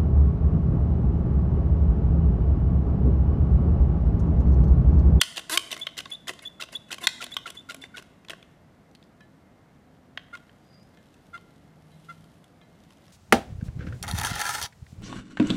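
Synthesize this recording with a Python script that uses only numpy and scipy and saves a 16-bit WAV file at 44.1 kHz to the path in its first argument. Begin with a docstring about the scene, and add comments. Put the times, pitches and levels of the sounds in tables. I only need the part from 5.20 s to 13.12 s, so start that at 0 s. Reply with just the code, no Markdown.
"""A steel caulking gun is pumped in a quiet workshop. The trigger rasps along the rod and the grip plate
judders and clacks back, all ringing the frame and barrel; the spring and the pivot squeak by stick-slip.
The pumping slows to single squeaks, ticks and soft clinks, while gloves and foil crackle.
Behind it, distant low drones come and go over room tone, a fan whine, a faint whistle and a soft hiss."""
import sys
import numpy as np
from scipy import signal
from scipy.fft import rfft, irfft, next_fast_len
from scipy.io import wavfile
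from scipy.ndimage import uniform_filter1d

SR = 44100
rng = np.random.default_rng(int(sys.argv[2]) if len(sys.argv) > 2 else 0)


def generate_wav(sig):
    """Save sig (samples, or channels by samples) to the path in sys.argv[1] as 16-bit PCM at SR."""
    pcm = np.round(np.clip(np.atleast_2d(sig).T, -1, 1) * 32767).astype(np.int16)
    wavfile.write(sys.argv[1], SR, pcm)


N = 349342

# Ring of the frame and barrel: (pitch [Hz], level [dB], t60 [s])
FRAME_MODES = [(350, -17, 0.013), (669.7, -17, 0.023), (1083, -14, 0.032), (1503, -4, .012),
               (2050, -2.5, .011), (2520, -5, 0.013), (2770, 4.5, 0.0049), (3110, -9.5, 0.014),
               (3260, -20, 0.057), (3407, 11.5, 0.0023), (3768, 12, 0.0025), (4310, -22.5, .09),
               (4558, -16, 0.017), (5097, -5.5, 0.0069), (5430, -7.5, 0.0067), (5965, -9, 0.0099),
               (6737, -5, 0.0039), (7720, -9.5, 0.0049), (8550, -13.5, 0.009), (9300, -9.5, 0.002),
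               (10630, -14, .006), (11100, -16, 0.00094), (13900, -21, .003)]
# Trigger squeezes, four touches each: (time [s], main touch delay [ms], last touch delay [ms],
# level [dB], last touch trim [dB], bass tilt [dB/octave])
SQUEEZES = [(0.1606, 17.3, 32.3, -15.5, -9, -15), (0.5063, 20.6, 35, -16, -11, -11),
            (0.7688, 19, 34.1, -18.5, -4.5, -6), (1.0716, 21, 35, -16.1, -11, 4.5),
            (1.4008, 21.2, 34.5, -19, -8.1, -4), (1.7066, 19.5, 35.1, -18, -8, -8),
            (2.0073, 16.6, 33.1, -21, -0.8, -10.5), (2.2574, 18.3, 42, -25, -18, -.6),
            (2.4882, 19, 30.2, -25.5, -8, -2), (2.7613, 19.2, 33.7, -24.5, -6, 1.5)]
# The four touches; the accent is the pitch that the struck spot favours:
# (level against the squeeze [dB], accent [Hz], treble tilt [dB/octave], base attack [ms])
SQUEEZE_TOUCHES = [(-13, 2100, 2, 1.6), (-4.5, 3500, 5, 3.1), (-1, 2750, 2, 1.3), (-1, 3500, 6, 1.4)]
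# Touches and ticks turn crisper as the pumping slows: (time [s], attack scale [ratio])
ATTACK_SCALE = [(0, 0.89), (2.55, 0.98), (2.7, 0.66), (7.9, 0.73)]
# The trigger lets go: (time [s], touch level [dB], chirp level [dB], slide length [ms], slide level [dB])
RELEASES = [(0.291, -18.5, -63.5, 62, -69.5), (.592, -36, -45, 50, -83), (0.898, -38.5, -49, 59, -79),
            (1.223, -40.5, -48, 49, -79), (1.522, -34, -53, 49, -72.5), (1.809, -38.5, -46.5, 45, -70),
            (2.112, -36, -53, 46, -86), (2.345, -47, -60, 31, -78.5), (2.612, -40, -57, 64, -80.5)]
# The grip plate clacks back:
# (time [s], level [dB], accent [Hz], treble tilt [dB/octave], bass tilt [dB/octave], attack [ms])
PLATE_CLACKS = [(0.013, -1, 3105, 3.5, -2, 1.52), (0.374, -3, 3256, 4, 1.5, 0.96),
                (0.668, -15, 3130, -14, -1.5, 1.3), (1.87, -1.5, 2333, 2, -2.5, 1.36),
                (2.167, -11, 3170, -5.5, -3, 0.99), (4.9742, -18.5, 3050, -18.5, -2, 0.9)]
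# Small ticks of the mechanism: (time [s], level [dB], accent [Hz], treble tilt [dB/octave])
TICKS = [(.5651, -26, 3530, 3), (.5754, -32, 2180, 8), (0.856, -26.5, 3960, -8), (1.1346, -35, 3140, 7),
         (1.191, -33, 3630, -7), (1.4866, -36.5, 3220, -6), (1.54, -42, 3680, 10), (1.7821, -28, 3490, 3.5),
         (2.0646, -29.5, 3530, 4), (2.1413, -32.5, 3760, 15.5), (2.3025, -27, 3280, 11.5),
         (2.5444, -27, 3300, 9.5), (2.565, -45, 3370, 12), (2.6383, -27, 2100, -2.5), (2.824, -38, 1720, 5),
         (3.048, -40.5, 2620, -1), (3.085, -29.5, 3700, 3), (3.0971, -23.5, 3260, 3.5),
         (3.1043, -20.5, 2790, 2), (3.1331, -26, 1546, -6), (3.2274, -35, 3370, -0.5),
         (4.0064, -44.5, 1737, 1.5), (5.1518, -32, 2270, -1.5), (5.172, -38, 3130, -2),
         (5.2933, -44, 3040, -7), (5.7716, -47, 3557, 0.7), (5.9414, -48, 3580, 7),
         (6.1764, -39, 3100, -0.5), (7.2417, -45, 3270, 10), (7.414, -45, 3520, -3.5),
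         (7.7048, -44, 3000, 3.5), (7.88, -46, 5430, 0.3)]
# Thin bright snaps without body: (time [s], level [dB], accent [Hz])
SNAPS = [(3.7133, -53.5, 5960), (3.7501, -40.5, 4580), (3.7556, -43, 3850), (3.8272, -42.5, 3960),
         (3.839, -51, 5070)]
# Lone rubs along the rod: (time [s], length [ms], level [dB])
RUBS = [(1.679, 23, -83.5), (3.094, 30, -70)]
# The plate judders on the rod, one curve per judder: (time [s], slip rate [1/s], level [dB])
JUDDERS = [
    [(0.294, 347.6, -41.5), (0.308, 310.2, -35), (0.326, 310.8, -27), (0.362, 364.7, -34.5),
     (0.37, 350.6, -50)],
    [(1.826, 357.3, -47.5), (1.834, 359.3, -47.5), (1.84, 341.3, -35.5), (1.864, 357.9, -53)],
]
# Thin spring squeals in one to three swells: (time [s], first level [dB], first pitch [Hz],
# swells [count], spacing [ms], loss per swell [dB], rise per swell [Hz])
SPRING_SQUEALS = [(0, -28, 3410, 1, 8.6, 0, 0), (.334, -25.5, 3440, 1, 14, 0, 0),
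                  (.612, -26.5, 3436, 2, 14, 2.5, 35), (.914, -28.5, 3445, 3, 15.5, 3.5, 29),
                  (1.251, -31, 3440, 2, 17, 0, 39), (1.549, -26, 3450, 1, 17, 0, 0),
                  (1.833, -30.5, 3530, 1, 18, 0, 0), (2.116, -34, 3440, 1, 18, 0, 0),
                  (2.368, -35.5, 3455, 3, 15.4, 5, 33), (2.617, -39, 3484, 3, 15, 4.5, 37)]
# Upward flicks that end some squeals: (time [s], level [dB], starting pitch [Hz])
SPRING_FLICKS = [(.949, -33, 3550), (1.567, -32, 3600), (1.851, -35.5, 3600), (2.138, -32, 3650)]
# Timbre of the spring: (multiple of the pitch [ratio], level [dB])
SPRING_PARTIALS = [(1, 0), (2, -29), (3, -30), (4, -36)]
# Pivot squeaks: (time [s], level [dB], strongest partial [Hz], core length [ms])
PIVOT_SQUEAKS = [(1.3984, -36.5, 1403, 9), (1.706, -35.5, 1450, 8.1), (2.0054, -34, 1394, 11.3),
                 (2.2584, -31.5, 1355, 11), (2.4897, -34, 1402, 21), (2.7421, -38.5, 1470, 17),
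                 (5.1289, -35.5, 1405, 26.8), (6.1317, -36, 1390, 34), (6.8874, -36.5, 1365, 26.7)]
# Timbre of the pivot: (multiple of the strongest partial [ratio], level [dB])
PIVOT_PARTIALS = [(.5, -28), (1, 0), (1.5, -9), (2, -21), (2.5, -20), (3, -27), (3.5, -32), (4.5, -31),
                  (5.5, -35), (6.5, -34)]
# Timbre of the release chirp: (multiple of the pitch [ratio], level [dB])
CHIRP_PARTIALS = [(1, 0), (2, -16), (4, -14), (5, -9), (6, -18)]
# Soft clinks of something small and metallic: (time [s], peak level [dB])
CLINKS = [(4.005, -47.5), (5.772, -56.5), (6.72, -55.5), (7.415, -52.5)]
# Ring of a clink: (pitch [Hz], level [dB], t60 [s])
CLINK_MODES = [(1730, -1.5, 0.14), (2090, -9, 0.37), (2450, -8.5, 0.11), (2960, -21, 0.22),
               (3180, -6, 0.17), (3950, -9, 0.17)]
# Fader curve of the crackling foil and sealant: (time [s], level [dB])
CRACKLE_LEVELS = [(2.85, -78.5), (3.44, -83.5), (4.95, -84), (5.15, -77.5), (6.18, -73), (6.42, -75),
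                  (6.59, -78), (6.87, -68), (7.43, -78.5), (7.62, -71.5), (7.809, -72), (7.92, -69.5)]
# EQ of the crackle: (frequency [Hz], gain [dB])
CRACKLE_EQ = [(1200, -14.5), (3000, 5.5), (6000, -2.5), (10000, -6), (13000, -10), (16000, -15)]
# A faint thin whistle: (time [s], pitch [Hz], level [dB])
WHISTLE = [(5.42, 4900, -84.5), (5.546, 4840, -67.5), (5.634, 4900, -73), (5.666, 5106, -77.5),
           (5.69, 4900, -86.5), (5.78, 4770, -82.5)]
# Distant drones: (time [s], length [s], starting pitch [Hz], end pitch [Hz], level at the crest [dB])
DRONES = [(1.548, .65, 215, 254, -58), (2.301, 0.45, 260, 275, -58.5), (4.647, .55, 252, 262, -63),
          (6.3, 0.93, 150, 164, -56.5)]
# EQ of the room tone: (frequency [Hz], gain [dB])
ROOM_TONE_EQ = [(24, -33), (40, -11.5), (92, -4), (121, -5.5), (156, -1.5), (315, -8), (375, -14.5),
                (405, -12.5), (547, -13.5), (704, -13), (839, -18), (2130, -25), (2350, -30),
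                (15100, -47.5), (16300, -47)]
# Decay of the reverb tail: (frequency [Hz], t60 [s])
REVERB_T60 = [(200, 1.5), (1000, 1.13), (4000, 0.65), (8000, 0.74), (16000, 0.43)]
# EQ of the reverb tail: (frequency [Hz], gain [dB])
REVERB_EQ = [(300, 5.5), (1500, -3), (5000, 1), (7500, 2), (12000, -1.5)]


def trigger_touches():
    """Cues for metal_hits: a squeeze rasps in four quick touches, a release is one bright touch."""
    second_ms, fuller_db_per_octave = 7.3, 8.5
    release_voice = (1200, 10, 5, 1.7)   # accent, treble tilt, bass tilt, attack
    cues = [(s + .0043, db, *release_voice) for s, db, *_ in RELEASES]
    for s, main_ms, last_ms, level_db, trim_db, bass_db in SQUEEZES:
        delays_ms = (0, second_ms, main_ms, last_ms)
        for delay_ms, (db, hz, treble_db, attack_ms) in zip(delays_ms, SQUEEZE_TOUCHES):
            is_last = delay_ms == last_ms
            cues.append((s + delay_ms / 1000, level_db + db + is_last * trim_db, hz, treble_db,
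                         bass_db + is_last * fuller_db_per_octave, attack_ms * attack_scale(s)))
    return cues


def ticks_and_snaps():
    """Cues for metal_hits: full little ticks of the mechanism and thin, fast snaps."""
    tick_bass_db, base_attack_ms = 5.5, 1.3
    snap_voice = (1.5, -12, .56)   # treble tilt, bass tilt, attack
    ticks = [(s, *voice, tick_bass_db, base_attack_ms * attack_scale(s)) for s, *voice in TICKS]
    return ticks + [(*snap, *snap_voice) for snap in SNAPS]


def attack_scale(s):
    """How soft the touches and ticks are at time s; smaller is crisper."""
    return np.interp(s, *np.transpose(ATTACK_SCALE))


def metal_hits(cues):
    """Each cue, laid out like PLATE_CLACKS, is a swarm of tiny impacts that rings the frame."""
    out, size, trim_db = np.zeros(N), 2000, -9
    scatter_db = 1.5 * rng.standard_normal((len(cues), len(FRAME_MODES)))
    impacts = rng.standard_normal((len(cues), size)) * rng.exponential(1, (len(cues), size)) ** .7
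    for k, (s, level_db, accent_hz, treble_db, bass_db, attack_ms) in enumerate(cues):
        age = np.arange(size) / (SR * attack_ms / 1000)   # 1 at full force
        force = impacts[k] * age * np.exp(1 - age)
        force[0] = 2.3 * np.exp(-attack_ms / .65) * np.linalg.norm(force)   # fast hits open with a blow
        gain_db = mode_gains(accent_hz, treble_db, bass_db) + scatter_db[k]
        hit = frame_ring(force, gain_db, click_db=treble_db - 1.5)
        loudest_rms = np.sqrt(uniform_filter1d(hit ** 2, size=128).max())
        add(out, s, from_db(level_db + trim_db) * hit / loudest_rms)
    return out


def frame_ring(force, gain_db, click_db):
    """A force rings the steel frame's modes, with a little bare click on top."""
    hz, level_db, t60 = np.array(FRAME_MODES).T[:, :, None]
    t = np.arange(int(.1 * SR)) / SR
    signs = (-1.) ** np.arange(len(FRAME_MODES))[:, None]   # neighbouring modes swing against each other
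    decays = from_db(level_db + gain_db[:, None] - 60 * t / t60)
    response = np.sum(signs * decays * np.sin(2 * np.pi * hz * t), axis=0)
    response[:2] += from_db(click_db) * np.array([1, -1])
    return signal.fftconvolve(force, response)


def mode_gains(accent_hz, treble_db, bass_db):
    """Voicing of the frame in dB: a bump at the accent, and tilts per octave either side of 3200 Hz."""
    hz = np.array(FRAME_MODES)[:, 0]
    octaves = np.log2(hz / 3200)
    accent_db = 10 * np.exp(-(np.log2(hz / accent_hz) / .12) ** 2)
    return accent_db + np.where(octaves > 0, treble_db * octaves, -bass_db * octaves)


def rod_friction():
    """The plate drags on the rod: grit through the frame under squeezes, pivot squeaks and releases."""
    drag_lead_s, squeeze_ms, squeak_ms = .003, 50, 55
    slides = [(s, squeeze_ms, db - 51) for s, _, _, db, *_ in SQUEEZES]
    slides += [(s, squeak_ms, db - 50) for s, db, *_ in PIVOT_SQUEAKS]
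    slides += [(s, length_ms, db) for s, _, _, length_ms, db in RELEASES]
    slides = [(s - drag_lead_s, length_ms, db) for s, length_ms, db in slides]
    pressure = np.zeros(N)
    for s, length_ms, level_db in slides + RUBS:
        progress = np.minimum(np.arange(4000) / (length_ms * SR / 1000), 1)
        add(pressure, s, from_db(level_db) * np.sin(np.pi * progress))
    grit = rng.standard_normal(N) * rng.exponential(1, N) ** .5 * from_db(-1.5 * drift(150, N))
    gain_db = mode_gains(accent_hz=2700, treble_db=9, bass_db=8.5)
    return frame_ring(pressure * grit, gain_db, click_db=5)[:N]


def plate_judder(jitter=.025, scatter_db=2.5, grit_db=-25, sizzle_db=-7):
    """Nearly even slips of uneven size ring the low modes; grit and a bright sizzle lie on top."""
    out = np.zeros(N)
    dark = mode_gains(accent_hz=1020, treble_db=-3.5, bass_db=4)
    bright = mode_gains(accent_hz=4340, treble_db=11, bass_db=-3.5)
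    for points in JUDDERS:
        slip_rate, level_db, fade = automation(points)
        start, size, gain = points[0][0], len(slip_rate), from_db(level_db) * fade
        cycles = np.cumsum(slip_rate * (1 + jitter * drift(120, size))) / SR
        slipping = np.diff(np.floor(cycles), prepend=0) > 0
        slips = slipping * from_db(scatter_db * rng.standard_normal(size))
        add(out, start, frame_ring(gain * slips, dark, click_db=-45.5))
        grit = from_db(grit_db) * rng.standard_normal(size)
        add(out, start, frame_ring(gain * grit, bright, click_db=-.5))
        sizzle = from_db(sizzle_db) * rms_one(band_noise(9300, 11800, size))
        add(out, start, gain * sizzle)
    return out


def stick_slip(cues, partials, waver, rough_db, skew, glide, flutter_db, sharpness=2):
    """Stick-slip locked to a mode: a swelling tone that bends late, its ragged overtones at the crest."""
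    out, size = np.zeros(N), 3000
    for s, level_db, hz, core_ms in cues:
        swell_ms = 1.5 * core_ms
        progress = np.minimum(np.arange(size) / (swell_ms * SR / 1000), 1)
        swell = np.sin(np.pi * progress ** skew) ** sharpness
        pitch = hz * (1 + glide * progress ** 2 + waver * drift(60, size))
        phase = 2 * np.pi * np.cumsum(pitch) / SR
        tone = np.zeros(size)
        for multiple, db in partials:
            ragged_db = rough_db * drift(340, size) * (multiple != 1)
            bloom = swell if multiple > 1 else 1
            tone += from_db(db + ragged_db) * bloom * np.sin(multiple * phase + multiple ** 2)
        add(out, s - .002, from_db(level_db + flutter_db * drift(200, size)) * swell * tone)
    return out


def spring_squeals(shrink=.94, flick_ms=6):
    """The spring squeals in swells, each shorter and higher than the last; some end in an upward flick."""
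    swells = [(s + k * step_ms / 1000, db - k * loss_db, hz + k * rise_hz, step_ms * shrink ** k)
              for s, db, hz, count, step_ms, loss_db, rise_hz in SPRING_SQUEALS for k in range(count)]
    flicks = [(*flick, flick_ms) for flick in SPRING_FLICKS]
    out = stick_slip(swells, SPRING_PARTIALS, waver=.003, rough_db=7.5, skew=.9, glide=.012, flutter_db=1.3)
    out += stick_slip(flicks, SPRING_PARTIALS, waver=.004, rough_db=5, skew=.9, glide=.12, flutter_db=1.6)
    return out


def pivot_squeaks():
    """The pivot sticks and slips: a lower, rounder squeak that sags in pitch."""
    return stick_slip(PIVOT_SQUEAKS, PIVOT_PARTIALS, waver=.012, rough_db=-1.5, skew=.73, glide=-.02,
                      flutter_db=1.6, sharpness=1.2)


def release_chirps(hz=2180, core_ms=28):
    """A stick-slip chirp with a fast attack as the trigger lets go."""
    cues = [(s, db, hz, core_ms) for s, _, db, *_ in RELEASES]
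    return stick_slip(cues, CHIRP_PARTIALS, waver=.0072, rough_db=5.5, skew=.31, glide=.0051,
                      flutter_db=2.5)


def clinks(spread_db=5, contact_ms=3.8):
    """A brief rattling contact rings the same few modes, with new strengths each time."""
    out, t = np.zeros(N), np.arange(int(.25 * SR)) / SR
    hz, level_db, t60 = np.array(CLINK_MODES).T[:, :, None]
    for s, peak_db in CLINKS:
        strength_db = spread_db * rng.standard_normal(hz.shape)
        ring = np.sum(from_db(level_db + strength_db - 60 * t / t60) * np.sin(2 * np.pi * hz * t), axis=0)
        rattle = rng.standard_normal(len(t)) * np.exp(-t * 1000 / contact_ms)
        clink = signal.fftconvolve(rattle, ring)[:len(t)]
        add(out, s, from_db(peak_db) * clink / np.abs(clink).max())
    return out


def foil_crackle(flicker_db=.5, snaps_per_s=56, snap_db=3):
    """Gloves, foil and sealant: soft bright noise with tiny sticky snaps riding on it."""
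    level_db = np.interp(np.arange(N) / SR, *np.transpose(CRACKLE_LEVELS)) + flicker_db * drift(25, N)
    snapping = rng.random(N) < snaps_per_s / SR
    snaps = snapping * from_db(snap_db + 3.5 * np.minimum(rng.exponential(1, N), 3))
    bursts = signal.lfilter([1], [1, -.985], snaps + 1e-18)   # each snap lasts about 2 ms
    return from_db(level_db) * (1 + bursts) * shaped_noise(CRACKLE_EQ)


def soft_hiss(s, length_s, low_hz, high_hz, level_db):
    """A smooth band of high noise under one long swell."""
    out, size = np.zeros(N), int(length_s * SR)
    swell = np.sin(np.pi * (np.arange(size) / size) ** .6)
    add(out, s, from_db(level_db) * swell * rms_one(band_noise(low_hz, high_hz, size)))
    return out


def drone(s, length_s, first_hz, last_hz, crest_db, edge_db=-8.5):
    """A low wavering tone that climbs in pitch, loudest just past its middle."""
    progress = np.linspace(0, 1, 9)
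    hz = first_hz + progress * (last_hz - first_hz)
    level_db = crest_db + edge_db * (1 - np.sin(np.pi * progress ** 1.3))
    points = np.transpose([s + progress * length_s, hz, level_db])
    return wavering_tone(points, waver=.008, flutter_db=2.5, rate_hz=12)


def fan_whine(hz, level_db):
    """A faint fan tone that never stops, its level wandering slowly."""
    return wavering_tone([(0, hz, level_db), (N / SR, hz, level_db)], waver=.004, flutter_db=5.5,
                         rate_hz=2.9)


def wavering_tone(points, waver, flutter_db, rate_hz):
    """An unsteady sine that follows points of (time [s], pitch [Hz], level [dB])."""
    out = np.zeros(N)
    hz, level_db, fade = automation(points)
    phase = 2 * np.pi * np.cumsum(hz * (1 + waver * drift(rate_hz, len(hz)))) / SR
    gain = from_db(level_db + flutter_db * drift(rate_hz, len(hz))) * fade
    add(out, points[0][0], np.sqrt(2) * gain * np.sin(phase))
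    return out


def workshop_reverb(send, tail_db=-17.5, echo_s=.019, echo_db=-20):
    """One slap from the near wall and a diffuse tail that dies band by band."""
    t = np.arange(int(.7 * SR)) / SR
    edges_hz = 90 * 2 ** np.arange(0, 7.6, .5)
    tail = np.zeros(len(t))
    for low, high in zip(edges_hz, edges_hz[1:]):
        hz = np.sqrt(low * high)
        decay = from_db(at_hz(REVERB_EQ, hz) - 60 * t / at_hz(REVERB_T60, hz))
        tail += band_noise(low, high, len(t)) * decay
    tail *= 1 - np.exp(-t / .0088)   # the tail takes a moment to build
    tail *= from_db(tail_db) / np.linalg.norm(tail)
    tail[int(echo_s * SR)] += from_db(echo_db)
    return signal.fftconvolve(send, tail)[:N]


def shaped_noise(eq):
    """A steady noise bed with this EQ; rms 1."""
    size = next_fast_len(N)
    hz = np.maximum(np.fft.rfftfreq(size, 1 / SR), 1)
    spectrum = rfft(rng.standard_normal(size)) * from_db(at_hz(eq, hz))
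    return rms_one(irfft(spectrum, size)[:N])


def band_noise(low_hz, high_hz, size):
    band = signal.butter(2, [low_hz, high_hz], "band", fs=SR, output="sos")
    return signal.sosfilt(band, rng.standard_normal(size))


def drift(rate_hz, size):
    """Smooth random modulation; rms 1."""
    pole, run_in = np.exp(-2 * np.pi * rate_hz / SR), int(SR / rate_hz)
    wander = signal.lfilter([1], [1, -2 * pole, pole * pole], rng.standard_normal(size + run_in))
    return rms_one(wander[run_in:])


def automation(points):
    """One curve for each column after the time, plus a 3 ms fade at both ends."""
    s, *columns = np.transpose(points)
    t = np.arange(s[0], s[-1], 1 / SR)
    fade = np.clip(np.minimum(t - s[0], s[-1] - t) / .003, 0, 1)
    return [np.interp(t, s, column) for column in columns] + [fade]


def low_cut(x, hz, order):
    return signal.sosfilt(signal.butter(order, hz, "high", fs=SR, output="sos"), x)


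def at_hz(points, hz):
    """Read a curve on a log-frequency axis."""
    points_hz, values = np.transpose(points)
    return np.interp(np.log(hz), np.log(points_hz), values)


def from_db(db):
    return 10 ** (np.asarray(db) / 20)


def rms_one(x):
    return x / np.sqrt(np.mean(x ** 2) + 1e-20)


def add(out, s, sound):
    """Mix a sound in at time s."""
    i = max(round(s * SR), 0)
    out[i:i + len(sound)] += sound[:N - i]


def scene():
    """The mono mix: the gun up front, its reverb, and the quiet bed behind."""
    hits = metal_hits(PLATE_CLACKS + ticks_and_snaps() + trigger_touches())
    metal = low_cut(hits + rod_friction(), hz=450, order=2)   # thin steel radiates no bass
    metal += low_cut(plate_judder(), hz=260, order=4) + clinks()
    squeaks = spring_squeals() + pivot_squeaks() + release_chirps()
    reverb = workshop_reverb(metal + from_db(-2.5) * squeaks)   # squeaks beam forward, less into the room
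    bed = sum(drone(*cue) for cue in DRONES)
    bed += fan_whine(hz=2110, level_db=-86)
    bed += wavering_tone(WHISTLE, waver=.0121, flutter_db=4, rate_hz=155)
    bed += foil_crackle()
    bed += from_db(-56) * shaped_noise(ROOM_TONE_EQ)
    bed += soft_hiss(s=6.55, length_s=.9, low_hz=8800, high_hz=11500, level_db=-80)
    return (metal + squeaks + reverb + bed)[None]


def record(dry):
    """A steep high cut, 70 dB down from 16.3 kHz."""
    return signal.sosfilt(signal.cheby2(12, 70, 16300, fs=SR, output="sos"), dry)


dry = scene()
out = record(dry)
generate_wav(out)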